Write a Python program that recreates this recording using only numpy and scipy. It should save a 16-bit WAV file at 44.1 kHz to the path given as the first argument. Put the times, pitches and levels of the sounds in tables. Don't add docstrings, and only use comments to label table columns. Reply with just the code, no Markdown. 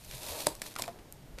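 import sys
import numpy as np
from scipy import signal
from scipy.fft import rfft, irfft, next_fast_len
from scipy.io import wavfile

SR = 44100
rng = np.random.default_rng(int(sys.argv[2]) if len(sys.argv) > 2 else 0)


def persist_wave(psi):
    counts = np.round(np.clip(psi, -1, 1) * 32767).astype(np.int16)
    wavfile.write(sys.argv[1], SR, np.atleast_2d(counts).T)


N = 61739
TIME = np.arange(N) / SR


def from_db(db):
    return 10 ** (np.asarray(db) / 20)


def rms_one(x):
    return x / np.sqrt(np.mean(x ** 2) + 1e-20)


def fader(points):
    return from_db(np.interp(TIME, *np.transpose(points)))


def place(x, start_s):
    return np.concatenate([np.zeros(int(start_s * SR)), x, np.zeros(N)])[:N]


def roll_off(x, hz, keep="low", order=2):
    return signal.sosfilt(signal.butter(order, hz, keep, fs=SR, output="sos"), x)


def colour(x, points):
    size = 2 * next_fast_len(len(x) // 2 + 1024)
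    hz, db = np.transpose(points)
    bin_hz = np.arange(size // 2 + 1) * SR / size
    gain = rms_one(from_db(np.interp(np.log(bin_hz + 1), np.log(hz), db)))
    cepstrum = irfft(np.log(gain)) * (1 + np.sign(size // 2 - np.arange(size)))
    cepstrum[0] /= 2
    return irfft(rfft(x, size) * np.exp(rfft(cepstrum)))[:len(x)]


def noise(eq):
    return rms_one(colour(rng.standard_normal(N), eq))


def ring(x, hz, t60):
    radius, angle = from_db(-60 / (t60 * SR)), 2 * np.pi * hz / SR
    return signal.lfilter([.5, 0, -.5], [1, -2 * radius * np.cos(angle), radius ** 2], x + 1e-18)


def click(size=3000):
    return 1.0 * (np.arange(size) == 0)


def burst(decay_s, size=3000):
    return rng.choice([-1, 1], size) * np.exp(-TIME[:size] / decay_s)


# frequency in Hz, relative level in dB.
ROOM_TONE_EQ = [(30, -4), (140, -4.5), (320, -13.5), (500, -20), (760, -18.5), (1000, -25), (2000, -23.5),
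                (3700, -25.5), (7000, -29), (10000, -30.5), (13500, -29.5)]


def room_tone(air_db=-56.5, hum_db=-64, hum_hz=138):
    return from_db(air_db) * noise(ROOM_TONE_EQ) + from_db(hum_db) * np.sin(2 * np.pi * hum_hz * TIME)


# time in seconds, level in dB.
RUMBLE_RIDE = [(0, -60), (.1, -50.5), (.22, -55), (.30, -55), (.39, -60), (.47, -50), (.55, -60),
               (.65, -62), (.8, -61), (1.0, -59), (1.25, -61.5), (1.34, -51.5), (1.4, -54.5)]
SHUFFLE_RIDE = [(0, -82), (.45, -63.5), (.6, -61), (.8, -56.5), (1.0, -57), (1.1, -60.5), (1.25, -61.5),
                (1.4, -58)]
# frequency in Hz, relative level in dB.
RUMBLE_EQ = [(15, -1.5), (35, 7.5), (60, -2), (110, -5.5), (200, -14.5), (500, -43), (2000, -70)]
SHUFFLE_EQ = [(50, -14), (150, -3), (260, 1), (500, -4.5), (1000, -14), (2000, -18.5), (8000, -43)]
# start in seconds, level in dB, pitch in Hz, length in seconds.
HAND_BUMPS = [(.125, -45, 130, 0.053), (.285, -46.5, 79, 0.065), (.463, -34, 125, 0.02),
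              (.79, -48, 109, 0.038), (.808, -47, 245, .03), (1.21, -51, 135, 0.056),
              (1.323, -47, 42, 0.042)]


def hand():
    rumble = noise(RUMBLE_EQ) * fader(RUMBLE_RIDE)
    shuffle = noise(SHUFFLE_EQ) * fader(SHUFFLE_RIDE)
    bumps = 0
    for start, db, hz, length in HAND_BUMPS:
        swell = np.sin(np.pi * np.clip((TIME - start) / length, 0, 1))
        bumps += from_db(db) * swell * np.sin(2 * np.pi * hz * (TIME - start))
    return rumble + shuffle + bumps


# frequency in Hz, relative level in dB.
REVERB_EQ = [(100, -9.5), (300, 3.5), (600, -3), (1100, 1.5), (1800, -6), (5000, -4.5), (14000, -3.5)]


def room_reverb(x, early_db=-16.5, tail_db=-18.5, t60=0.27):
    early = place(burst(decay_s=.008), start_s=.0125)
    tail = place(burst(t60 / np.log(1000), size=16000), start_s=.007)
    response = (from_db(early_db) * rms_one(early) + from_db(tail_db) * rms_one(tail)) / np.sqrt(N)
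    return colour(signal.fftconvolve(x, response)[:N], REVERB_EQ)


# start in seconds, drive in dB, pitch in Hz, 60 dB ring time in seconds.
SHEET_FLAPS = [(0.6187, -32, 1710, 0.0079), (0.7624, -30, 1320, 0.016), (.7905, -30.5, 1057, 0.022),
               (.7965, -31, 620, 0.015), (.805, -36, 950, 0.018), (.8385, -30.5, 2460, 0.0094),
               (.8792, -35, 686, 0.066), (.8875, -34.5, 555, .03), (.8935, -44, 680, 0.032),
               (.991, -55.5, 740, 0.037), (1.3805, -41.5, 540, 0.032)]


def flaps(scuff_s=.008, scuff_db=-4, overtone_ratio=1.57, overtone_db=-11):
    out = 0
    for start, db, hz, t60 in SHEET_FLAPS:
        scuff = burst(scuff_s) / np.sqrt(scuff_s * SR / 2)
        push = from_db(db) * (click() + from_db(scuff_db) * scuff)
        overtone = from_db(overtone_db) * ring(push, hz * overtone_ratio, t60 / 2)
        out += place(ring(push, hz, t60) + overtone, start)
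    return out


# start in seconds, drive in dB, decay in seconds, treble tilt in dB per octave.
BEND_SNAPS = [(.047, -44.5, .004, 2), (.1115, -36.5, 0.0027, -1.5), (.127, -44, 0.0027, -7.5),
              (.138, -42, 0.0022, -7), (0.15, -39, .003, 2), (.2315, -36, 0.0022, 0.5),
              (0.366, -37, 0.0023, 6), (0.5524, -32.5, 0.00052, 1.5), (0.6176, -26, 0.003, -1),
              (.661, -41.5, 0.0019, -10), (0.7397, -47.5, .005, 1), (0.7551, -37.5, 0.0014, 1),
              (0.7615, -42, 0.00091, 4), (0.763, -31, 0.0018, -3.5), (.7870, -29, .0015, 2.5),
              (0.7918, -33, 0.00091, 18), (.7960, -28, 0.0013, -2), (0.8209, -32, 0.0016, 3),
              (0.8214, -22.5, 0.0018, .5), (0.8391, -38, 0.0049, -5.5), (0.8607, -34, 0.00037, 0.5),
              (0.879, -36, 0.0015, 0.5), (.988, -54.5, 0.0084, -4.5), (1.1245, -33.5, 0.0011, 7),
              (1.167, -65, .012, 2), (1.3855, -36, 0.0033, -6), (1.393, -48, 0.007, -3)]
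# frequency in Hz, relative level in dB.
SNAP_EQ = [(200, -5), (600, -4), (1500, -0.5), (2600, 3.5), (3500, 1.5), (5000, 2), (7000, 0.5), (10500, 0),
           (14000, -4)]


def snaps(tilt_from_hz=1500):
    hz, eq_db = np.transpose(SNAP_EQ)
    octaves = np.log2(np.maximum(hz / tilt_from_hz, 1))
    out = 0
    for start, db, decay_s, tilt in BEND_SNAPS:
        slips = click() + burst(decay_s)
        tilted_eq = np.transpose([hz, eq_db + tilt * octaves])
        out += place(from_db(db) * colour(slips, tilted_eq), start)
    return out


# pitch in Hz, gain in dB, free 60 dB ring time in seconds.
SHEET_MODES = [(125, -20, 0.047), (316, -15.5, 0.03), (441, -8, 0.026), (593, 2, 0.03), (768, -10, 0.031),
               (903, -5, 0.032), (1550, -6, 0.011)]


def sheet(push, ring_scale=1):
    return sum(from_db(db) * ring(push, hz, t60 * ring_scale) for hz, db, t60 in SHEET_MODES)


# frequency in Hz, relative level in dB.
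CLOTH_EQ = [(200, -11.5), (500, -8.5), (1000, -5.5), (1400, -6.5), (2100, -4), (2550, 0.5), (3000, -3),
            (3500, 1), (4100, 2), (5400, -2), (7500, -2.5), (11000, -2), (14000, -3.5)]


def cloth(slips):
    return colour(slips, CLOTH_EQ)


# start in seconds, drive in dB.
EDGE_HITS = [(.4691, -19), (.4707, -31)]
# pitch in Hz, gain in dB, 60 dB ring time in seconds.
EDGE_MODES = [(3560, -9.5, .009), (4050, -7, 0.01), (4750, -4, 0.0082), (5350, -9.5, .005),
              (6950, -14, 0.007), (7970, -0.5, 0.0071), (9480, -0.5, 0.0054), (10000, -6, .004),
              (13350, -5, 0.0047)]


def knock(thud_db=-17.5, scrape_db=-14, scrape_s=.00067, drag_db=-28, drag_s=.0025):
    soft_push = roll_off(from_db(thud_db) * click(), hz=970, order=1)
    thud = place(sheet(soft_push), start_s=.4693)
    bright = 0
    for start, drive_db in EDGE_HITS:
        strike = from_db(drive_db) * (click() + from_db(scrape_db) * burst(scrape_s))
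        bright += place(sum(from_db(db) * ring(strike, hz, t60) for hz, db, t60 in EDGE_MODES), start)
    drag_swell = np.exp(-np.abs(TIME - EDGE_HITS[0][0]) / drag_s)
    drag = cloth(from_db(drag_db) * rng.standard_normal(N) * drag_swell)
    return thud + roll_off(bright, hz=2300, keep="high") + drag


def fibre_slips(per_s=22000, spread_db=2, judder_db=1.8, judder_hz=100):
    sizes = from_db(spread_db * np.minimum(rng.exponential(1, N), 4))
    polarity = rng.choice([-1, 1], N)
    judder = rms_one(roll_off(rng.standard_normal(N), judder_hz))
    slipping = rng.random(N) < per_s / SR
    return rms_one(sizes * polarity * slipping * from_db(judder_db * judder))


# time in seconds, level in dB before trim.
HISS_RIDE = [(0, -59), (.09, -53.5), (.125, -49.5), (.2, -49.5), (.225, -46), (.295, -41), (.33, -42.5),
             (.37, -45), (.405, -39.5), (.445, -46), (.465, -42), (.5, -48.5), (.53, -57), (.57, -59),
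             (.61, -60), (.635, -53.5), (.665, -46), (.70, -55), (.725, -50), (.748, -74), (.78, -54),
             (.797, -45), (.84, -53), (.865, -55.5), (.89, -59.5), (.93, -66), (1.05, -78)]
# time in seconds, level in dB.
DRONE_RIDE = [(0, -68.5), (.10, -61), (.19, -54.5), (.25, -49.5), (.32, -45), (.41, -46), (.45, -53),
              (.52, -48), (.57, -62), (.63, -60.5), (.67, -56.5), (.73, -68), (.80, -48.5), (.86, -53),
              (.93, -55), (1.05, -66), (1.4, -67)]


def rubbing(hiss_trim_db=2):
    hiss = from_db(hiss_trim_db) * cloth(fibre_slips()) * fader(HISS_RIDE)
    drone = roll_off(sheet(fibre_slips(), ring_scale=0.49), hz=950)
    return hiss + rms_one(drone) * fader(DRONE_RIDE)


def scene():
    pad = rubbing() + knock() + snaps() + flaps()
    return (pad + room_reverb(pad) + hand() + room_tone())[None]


def record(dry):
    return signal.sosfilt(signal.ellip(10, .2, 75, 14050, fs=SR, output="sos"), dry)


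dry = scene()
out = record(dry)
persist_wave(out)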